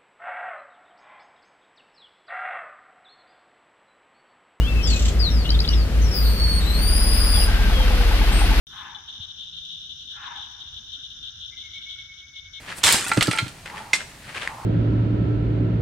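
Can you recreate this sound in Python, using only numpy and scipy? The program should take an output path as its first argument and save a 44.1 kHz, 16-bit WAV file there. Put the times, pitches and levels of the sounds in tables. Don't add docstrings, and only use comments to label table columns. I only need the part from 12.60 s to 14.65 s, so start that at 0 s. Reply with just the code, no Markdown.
import sys
import numpy as np
from scipy import signal
from scipy.fft import rfft, irfft, next_fast_len
from scipy.io import wavfile
from scipy.ndimage import uniform_filter1d, minimum_filter1d

SR = 44100
rng = np.random.default_rng(int(sys.argv[2]) if len(sys.argv) > 2 else 0)


def waveform_to_disk(signal):
    frames = np.transpose(np.atleast_2d(signal))
    scaled = np.clip(frames, -1, 1) * 32767
    samples = np.round(scaled).astype(np.int16)
    wavfile.write(sys.argv[1], SR, samples)


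N = 90404
T = np.arange(N) / SR
HIT_T = np.arange(SR // 4) / SR

# (frequency [Hz], level [dB])
AIR_TONE = [(15, -37), (25, -6), (119, -1), (509, -17), (598, -14), (970, -13.5), (1050, -16.5),
            (1660, -15), (1800, -13), (2700, -16), (3720, -19), (4380, -17.5), (5280, -21.5), (8810, -22),
            (15500, -37.5)]
GROUND_TONE = [(25,-12),(50,-9),(100,-5),(170,-9),(400,-20),(1500,-60)]
HISS_TONE = [(500,-4),(2000,-6),(4500,-8.5),(6200,-12),(8800,0.5),(11000,-11),(15000,-21)]
SWISH_TONE = [(400,-22.5),(720,-14),(850,-0.5),(980,-6.5),(1250,-10.5),(1600,-18),(4000,-52)]
ECHO_TONE = [(80,-7),(300,-6.5),(700,-7.5),(5000,1),(9000,1.5),(13000,-7.5)]
GRIT_TONE = [(100,-24.5),(500,-8),(1000,-8.5),(1800,-2),(3000,-7),(4500,-15.5),(6500,-22.5),(9000,-21.5),(15000,-55.5)]
SLAP_TONE = [(100,-14.5),(700,-8),(1500,-1.5),(2300,2),(4200,-2),(6300,-7),(8300,-5.5),(11000,-18.5),(13200,-29),(15500,-48)]
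CHIP_TONE = [(1000,-16),(4000,-6),(6200,-8),(8500,5),(11000,-14),(15500,-36)]
CRACK_TONE = [(100,-17),(600,-7.5),(1300,-1.5),(1650,0),(2100,3),(3200,1),(4400,-4.5),(6200,-14),(8500,-12),(11000,-23.5),(15500,-43)]
RATTLE_TONE = [(40,-26),(150,-8),(300,-1.5),(700,-13.5),(1400,-4.5),(2500,-7),(4400,-11.5),(6200,-13.5),(8800,-27),(11500,-22),(15500,-33)]
CRASH_TONE = [(24, -43), (40, -22), (146, -5.5), (213, -13), (253, -15), (342, -10), (817, -10.5),
              (903, -7), (998, -10.5), (1960, -4), (4570, -7.5), (6160, -11.5), (7340, -4.5), (12700, -19),
              (15500, -32)]

# (peak time [s], rise [s], fall [s], level [dB])
GROUND_SWELLS = [(.275,0.018,0.027,-35),(.345,0.018,0.027,-36)]
HISS_SWELLS = [(.188,0.021,0.013,-34)]
SWISH_SWELLS = [(1.14,0.044,0.15,-37.5),(1.90,0.033,0.36,-38.5)]
SHOE_SCUFFS = [(.105,0.043,0.042,-33.5),(.126,0.0047,0.0048,-37),(.22,0.018,.02,-40.5),(1.0575,0.0018,0.031,-36),(1.18,0.045,0.042,-38.5),(1.41,0.027,.02,-35),(1.50,0.027,.05,-50.5),(1.70,0.057,0.057,-39.5),(1.749,0.0034,.012,-32),(1.772,0.015,0.02,-31),(1.825,0.031,0.04,-29.5)]

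# (frequency [Hz], level [dB], fade time [s])
# A fade time, or t60, is how long a sound takes to drop by 60 dB.
HEAVY_NOTES = [(95,-8,.1),(121,-1,.14),(168,-2,.12),(200,-1,.07),(255,-3,.06),(306,-1,.11),(420,-10,.06),(525,-11,.07),(640,-17,.05)]
LAST_STICK_NOTES = [(775,-26,.14),(2077,0,.085),(2260,-6,.025),(2465,-7,.07),(2612,-12,.06),(3480,-17,.1),(4030,-20,.1),(4310,-18,.11),(5645,-17,.11)]
LONG_STICK_NOTES = [(888,-11,.13),(1310,-8,.04),(1390,0,.125),(1785,-8,.05),(2020,-5,.05),(2190,-5,.055),(2372,-3,.05),(2640,-11,.04),(3270,-11,.07),(3940,-13,.07),(4250,-12,.075)]

# (frequency [Hz], likeness [0 to 1])
EAR_LIKENESS = [(60,1),(250,0.96),(1000,0.64),(4000,0.5),(8000,0.32),(12000,0.94)]
# (frequency [Hz], fade time [s])
ECHO_FADE = [(100,0.3),(500,0.9),(2000,0.34),(8000,0.54),(15000,0.16)]
# (time [s], level [dB], pitch [Hz])
STONE_SNAPS = [(.095,-28,2200),(.1245,-23,1750),(.127,-23,1800),(1.0775,-25,2100),(1.0995,-27,1900),(1.102,-26,1900),(1.179,-22,1950),(1.406,-24,1500),(1.764,-19,1700),(1.7695,-18,1600),(1.775,-17,2500),(1.818,-22,3500),(1.8215,-22,3300),(1.851,-23,2700),(1.875,-11,1900)]
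# (time [s], level [dB], tilt [dB/octave])
BOUNCES = [(.5715,-8.5,0),(.678,-12,-1),(.819,-19.5,-11),(.858,-32,-1)]
# (frequency [Hz], pan [dB])
THUD_PAN = [(70,1),(130,1.5),(280,-4.5),(550,-15),(1200,-4)]
# (time [s], level [dB], tilt [dB/octave], fade time [s])
GRIT_SLAPS = [(1.332,-15.5,0.5,0.031),(1.3363,-15,0,0.052),(1.352,-24.5,1,0.092)]
# (time [s], level [dB], tilt [dB/octave], pan [dB], pitch [ratio], crack [dB])
STICK_LANDINGS = [(.516,-15,-2.5,-1.5,0.99,0),(.610,-20.5,2,0,.91,-2),(.680,-25,-5,-2,.95,-4.5),(.732,-23,-1,-5.5,1,-1.5),(.751,-25.5,-8,5.5,0.99,-7),(.763,-30,-4,-3,.96,-5),(.774,-27.5,4,-5,1.18,2),(0.7856,-14.5,3.5,-2,0.99,-2)]
# (time [s], level [dB], tilt [dB/octave], fade time [s], pan [dB])
STICK_CRACKS = [(.238,1,4,0.02,-2.5),(.263,-12,9,.03,0),(.269,-14,0,.015,-1),(.278,-13.5,6,0.034,-10),(.291,-12,2,0.014,0),(.300,-27,9,.03,-1),(.309,-16,-0.5,0.017,-9),(.319,-24,1,0.011,0),(.324,-6,14,0.026,-3.5),
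                (0.345,-11,-10,.01,-3.5),(0.482,-25,13,0.04,4),(0.502,-22,-10,.02,-3),(0.574,-17.5,2,0.026,-4),(.609,-15,1,0.054,-6),(0.621,-14,-5,0.032,-5),
                (0.626,-14,7,0.044,-3),(0.671,-19,5.5,.025,-2.5),(.712,-15.5,0.5,0.039,-5),(0.729,-25,8.5,0.017,5),(0.865,-36,-1,0.052,-11),(0.881,-33,4.5,0.053,-4)]


def amp(db):
    return 10 ** (np.asarray(db) / 20)


def unit(x):
    return x / np.sqrt(np.mean(x ** 2) + 1e-20)


def along(points, hz):
    freqs, values = np.transpose(points)
    return np.interp(np.log(hz + 1), np.log(freqs + 1), values)


def coloured(x, tone, tilt_db=0):
    n = x.shape[-1]
    padded = next_fast_len(n + 8192)
    hz = np.fft.rfftfreq(padded, 1 / SR)
    octaves = np.log2(np.maximum(hz, 300) / 2000)
    return irfft(rfft(x, padded) * amp(along(tone, hz) + tilt_db * octaves), padded)[..., :n]


def widened(pair):
    likeness = along(EAR_LIKENESS, np.fft.rfftfreq(N, 1 / SR))
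    angle = np.arccos(np.clip(likeness, -1, 1)) / 2
    mid, side = irfft(rfft(pair) * [np.cos(angle), np.sin(angle)], N)
    return unit(np.array([mid + side, mid - side]))


def add(out, start, x, pan_db=0):
    part = out[:, round(start * SR):][:, :len(x)]
    part += x[:part.shape[1]] * amp([[pan_db / 2], [-pan_db / 2]])


def rush(tone):
    return widened(coloured(rng.standard_normal((2, N)), tone))


def burst(tone, t60, tilt_db=0):
    return unit(coloured(rng.standard_normal(len(HIT_T)), tone, tilt_db)) * amp(-60 * HIT_T / t60)


def ring(notes, tilt_db, attack_s, scatter_db, pitch=1):
    hz, db, t60 = np.transpose(notes)[:, :, None]
    gain = amp(db + tilt_db * np.log2(hz / hz[0]) + scatter_db * rng.standard_normal(hz.shape))
    signs = (-1) ** np.arange(len(hz))[:, None]
    waves = signs * np.sin(2 * np.pi * pitch * hz * HIT_T) * amp(-60 * HIT_T / t60)
    onset = 1 - np.exp(-HIT_T / attack_s)
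    return (gain * waves).sum(0) / np.sqrt(np.sum(gain ** 2) / 2) * onset


def crackle(tone, spread_db, hiss, count):
    tracks = []
    for _ in range(2):
        places = rng.integers(0, N, count)
        signs = rng.choice([-1, 1], count)
        sizes = amp(spread_db * np.minimum(rng.exponential(size=count), 4))
        tracks.append(np.bincount(places, signs * sizes, N))
    ticks = unit(np.array(tracks))
    return widened(coloured(ticks + hiss * rng.standard_normal((2, N)), tone))


def swells(rows):
    power = np.zeros(N)
    for peak, rise, fall, db in rows:
        distance = np.where(T < peak, (peak - T) / rise, (T - peak) / fall)
        power += amp(2 * db) * np.exp(-2 * distance ** 1.2)
    return np.sqrt(power)


def clatter(tone, t60, click, spread_db, count):
    out, t = np.zeros((2, N)), HIT_T[:SR // 12]
    for k in range(count):
        jitter, size, pan = rng.random(3)
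        hz = rng.uniform(600, 13000, (6, 1))
        fade = amp(-60 * t / t60 * np.sqrt(hz / 2000))
        notes = (np.sin(2 * np.pi * hz * t) * fade).sum(0)
        tick = click * rng.standard_normal(len(t)) * amp(-60 * t / .007)
        add(out, (k + jitter) / count, amp(spread_db * size) * (notes + tick), 9 * (pan - .5) - 1)
    out = coloured(out, tone)
    return out / np.std(out[:, :SR])


def air(level_db=-44.5):
    return amp(level_db) * rush(AIR_TONE)


def ground_shake():
    return swells(GROUND_SWELLS) * rush(GROUND_TONE)


def thin_hiss():
    return swells(HISS_SWELLS) * rush(HISS_TONE)


def swishes():
    return swells(SWISH_SWELLS) * rush(SWISH_TONE)


def yard_echo(x, fence_db=-7, fence_t60=.12, tail_db=-11.5, delay_s=.004):
    n = SR // 2
    hz, t, bands = signal.stft(rng.standard_normal((2, n)), SR, nperseg=256)
    fade = amp(-60 * t / along(ECHO_FADE, hz)[:, None])
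    tail = signal.istft(bands * fade, SR, nperseg=256)[1][:, :n]
    fence = rng.standard_normal(tail.shape) * amp(-60 * np.arange(n) / SR / fence_t60)
    answer = amp(tail_db) * tail / np.linalg.norm(tail[0])
    answer += amp(fence_db) * fence / np.linalg.norm(fence[0])
    answer = np.pad(answer, ((0, 0), (round(delay_s * SR), 0)))
    echo = coloured(signal.fftconvolve(x.mean(0)[None], answer, axes=1)[:, :N], ECHO_TONE)
    return echo + 0.12 * echo[::-1]


def steps(snap_t60=.006, snap_rise_s=.0003, click_db=-7):
    out = swells(SHOE_SCUFFS) * crackle(GRIT_TONE, spread_db=3.5, hiss=0.46, count=2500)
    onset = 1 - np.exp(-HIT_T / snap_rise_s)
    for start, db, hz in STONE_SNAPS:
        snap = np.sqrt(2) * np.sin(2 * np.pi * hz * HIT_T) * amp(-60 * HIT_T / snap_t60)
        click = amp(click_db) * burst(GRIT_TONE, t60=.012, tilt_db=.5)
        add(out, start, amp(db) * (snap + click) * onset)
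    return out * amp([[1], [-1]])


def thuds(contact_s=.02, fall_db_per_s=650):
    out = np.zeros((2, N))
    damping = amp(-fall_db_per_s * np.maximum(HIT_T - contact_s, 0))
    for start, db, tilt_db in BOUNCES:
        add(out, start, amp(db) * damping * ring(HEAVY_NOTES, tilt_db, attack_s=.0008, scatter_db=.5))
    return np.array([coloured(out[0], [(hz, side * db / 2) for hz, db in THUD_PAN]) for side in (1, -1)])


def topple(start=1.3322, level_db=-9, free_ring_s=.009, muffle_db=-9.5):
    out = np.zeros((2, N))
    muffle = amp(muffle_db * np.clip((HIT_T - free_ring_s) / .0012, 0, 1))
    clack = ring(LAST_STICK_NOTES, tilt_db=0, attack_s=0.00032, scatter_db=0.5)
    add(out, start, amp(level_db) * muffle * clack, pan_db=-3)
    for slap_at, db, tilt_db, t60 in GRIT_SLAPS:
        add(out, slap_at, amp(db) * burst(SLAP_TONE, t60, tilt_db), pan_db=-.5)
    return out


def landings():
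    out = np.zeros((2, N))
    for start, db, tilt_db, pan_db, pitch, crack_db in STICK_LANDINGS:
        crack = amp(crack_db) * burst(CRACK_TONE, t60=0.036, tilt_db=tilt_db - 2)
        notes = ring(LONG_STICK_NOTES, tilt_db, attack_s=0.00044, scatter_db=1, pitch=pitch)
        add(out, start, amp(db) * (notes + crack), pan_db)
    return out


def chips(count=44, first_s=.29, last_s=.78, ping_hz=8440, ping_t60=.018):
    out = np.zeros((2, N))
    for k, (jitter, pitch, size, pan) in enumerate(rng.standard_normal((count, 4))):
        progress = np.clip((k + .5 * jitter) / count, 0, 1)
        hz = ping_hz * np.exp(0.079 * pitch)
        ping = np.sin(2 * np.pi * hz * HIT_T) * amp(-60 * HIT_T / ping_t60)
        tick = burst(CHIP_TONE, t60=0.014)
        db = -27 + 2 * size - 9 * progress
        add(out, first_s + progress * (last_s - first_s), amp(db) * (ping + tick), 2 * pan)
    return out


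def cracks():
    out = np.zeros((2, N))
    for start, db, tilt_db, t60, pan_db in STICK_CRACKS:
        add(out, start, amp(db) * burst(CRACK_TONE, t60, tilt_db), pan_db)
    return out


def collapse(start=0.2316, rise_s=0.0038, hold_s=0.097, settled_s=0.823):
    age = T - start
    onset = np.clip(age / rise_s, 0, 1)
    crash_db = -17.5 - 183 * np.maximum(age - hold_s, 0)
    rattle_db = -27.5 - 18.5 * np.maximum(age, 0) - 240 * np.maximum(T - settled_s, 0)
    splintering = crackle(CRASH_TONE, spread_db=3, hiss=0.29, count=4000)
    hail = clatter(CRASH_TONE, t60=.04, click=3.5, spread_db=11, count=420)
    rattle = clatter(RATTLE_TONE, t60=0.056, click=3.8, spread_db=5.5, count=170)
    crash = amp(-3.5) * hail + amp(-3) * splintering
    return onset * (amp(crash_db) * crash + amp(rattle_db) * rattle)


def scene():
    smash = collapse() + chips() + cracks()
    wood = sum(x + yard_echo(x) for x in (smash, landings(), topple()))
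    near = steps() + thuds()
    soft = swishes() + thin_hiss() + ground_shake()
    return wood + near + amp(-2.5) * yard_echo(near) + soft + air()


def record(dry, limit_db=-1.5, hold_s=0.0058, top_hz=15900):
    window = round(hold_s * SR)
    needed_gain = np.minimum(1, amp(limit_db) / (np.abs(dry).max(0) + 1e-9))
    smooth_gain = uniform_filter1d(minimum_filter1d(needed_gain, window), window)
    padded = next_fast_len(N + SR // 2)
    kept = np.fft.rfftfreq(padded, 1 / SR) < top_hz
    return irfft(rfft(dry * smooth_gain, padded) * kept, padded)[:, :N]


dry = scene()
out = record(dry)
waveform_to_disk(out)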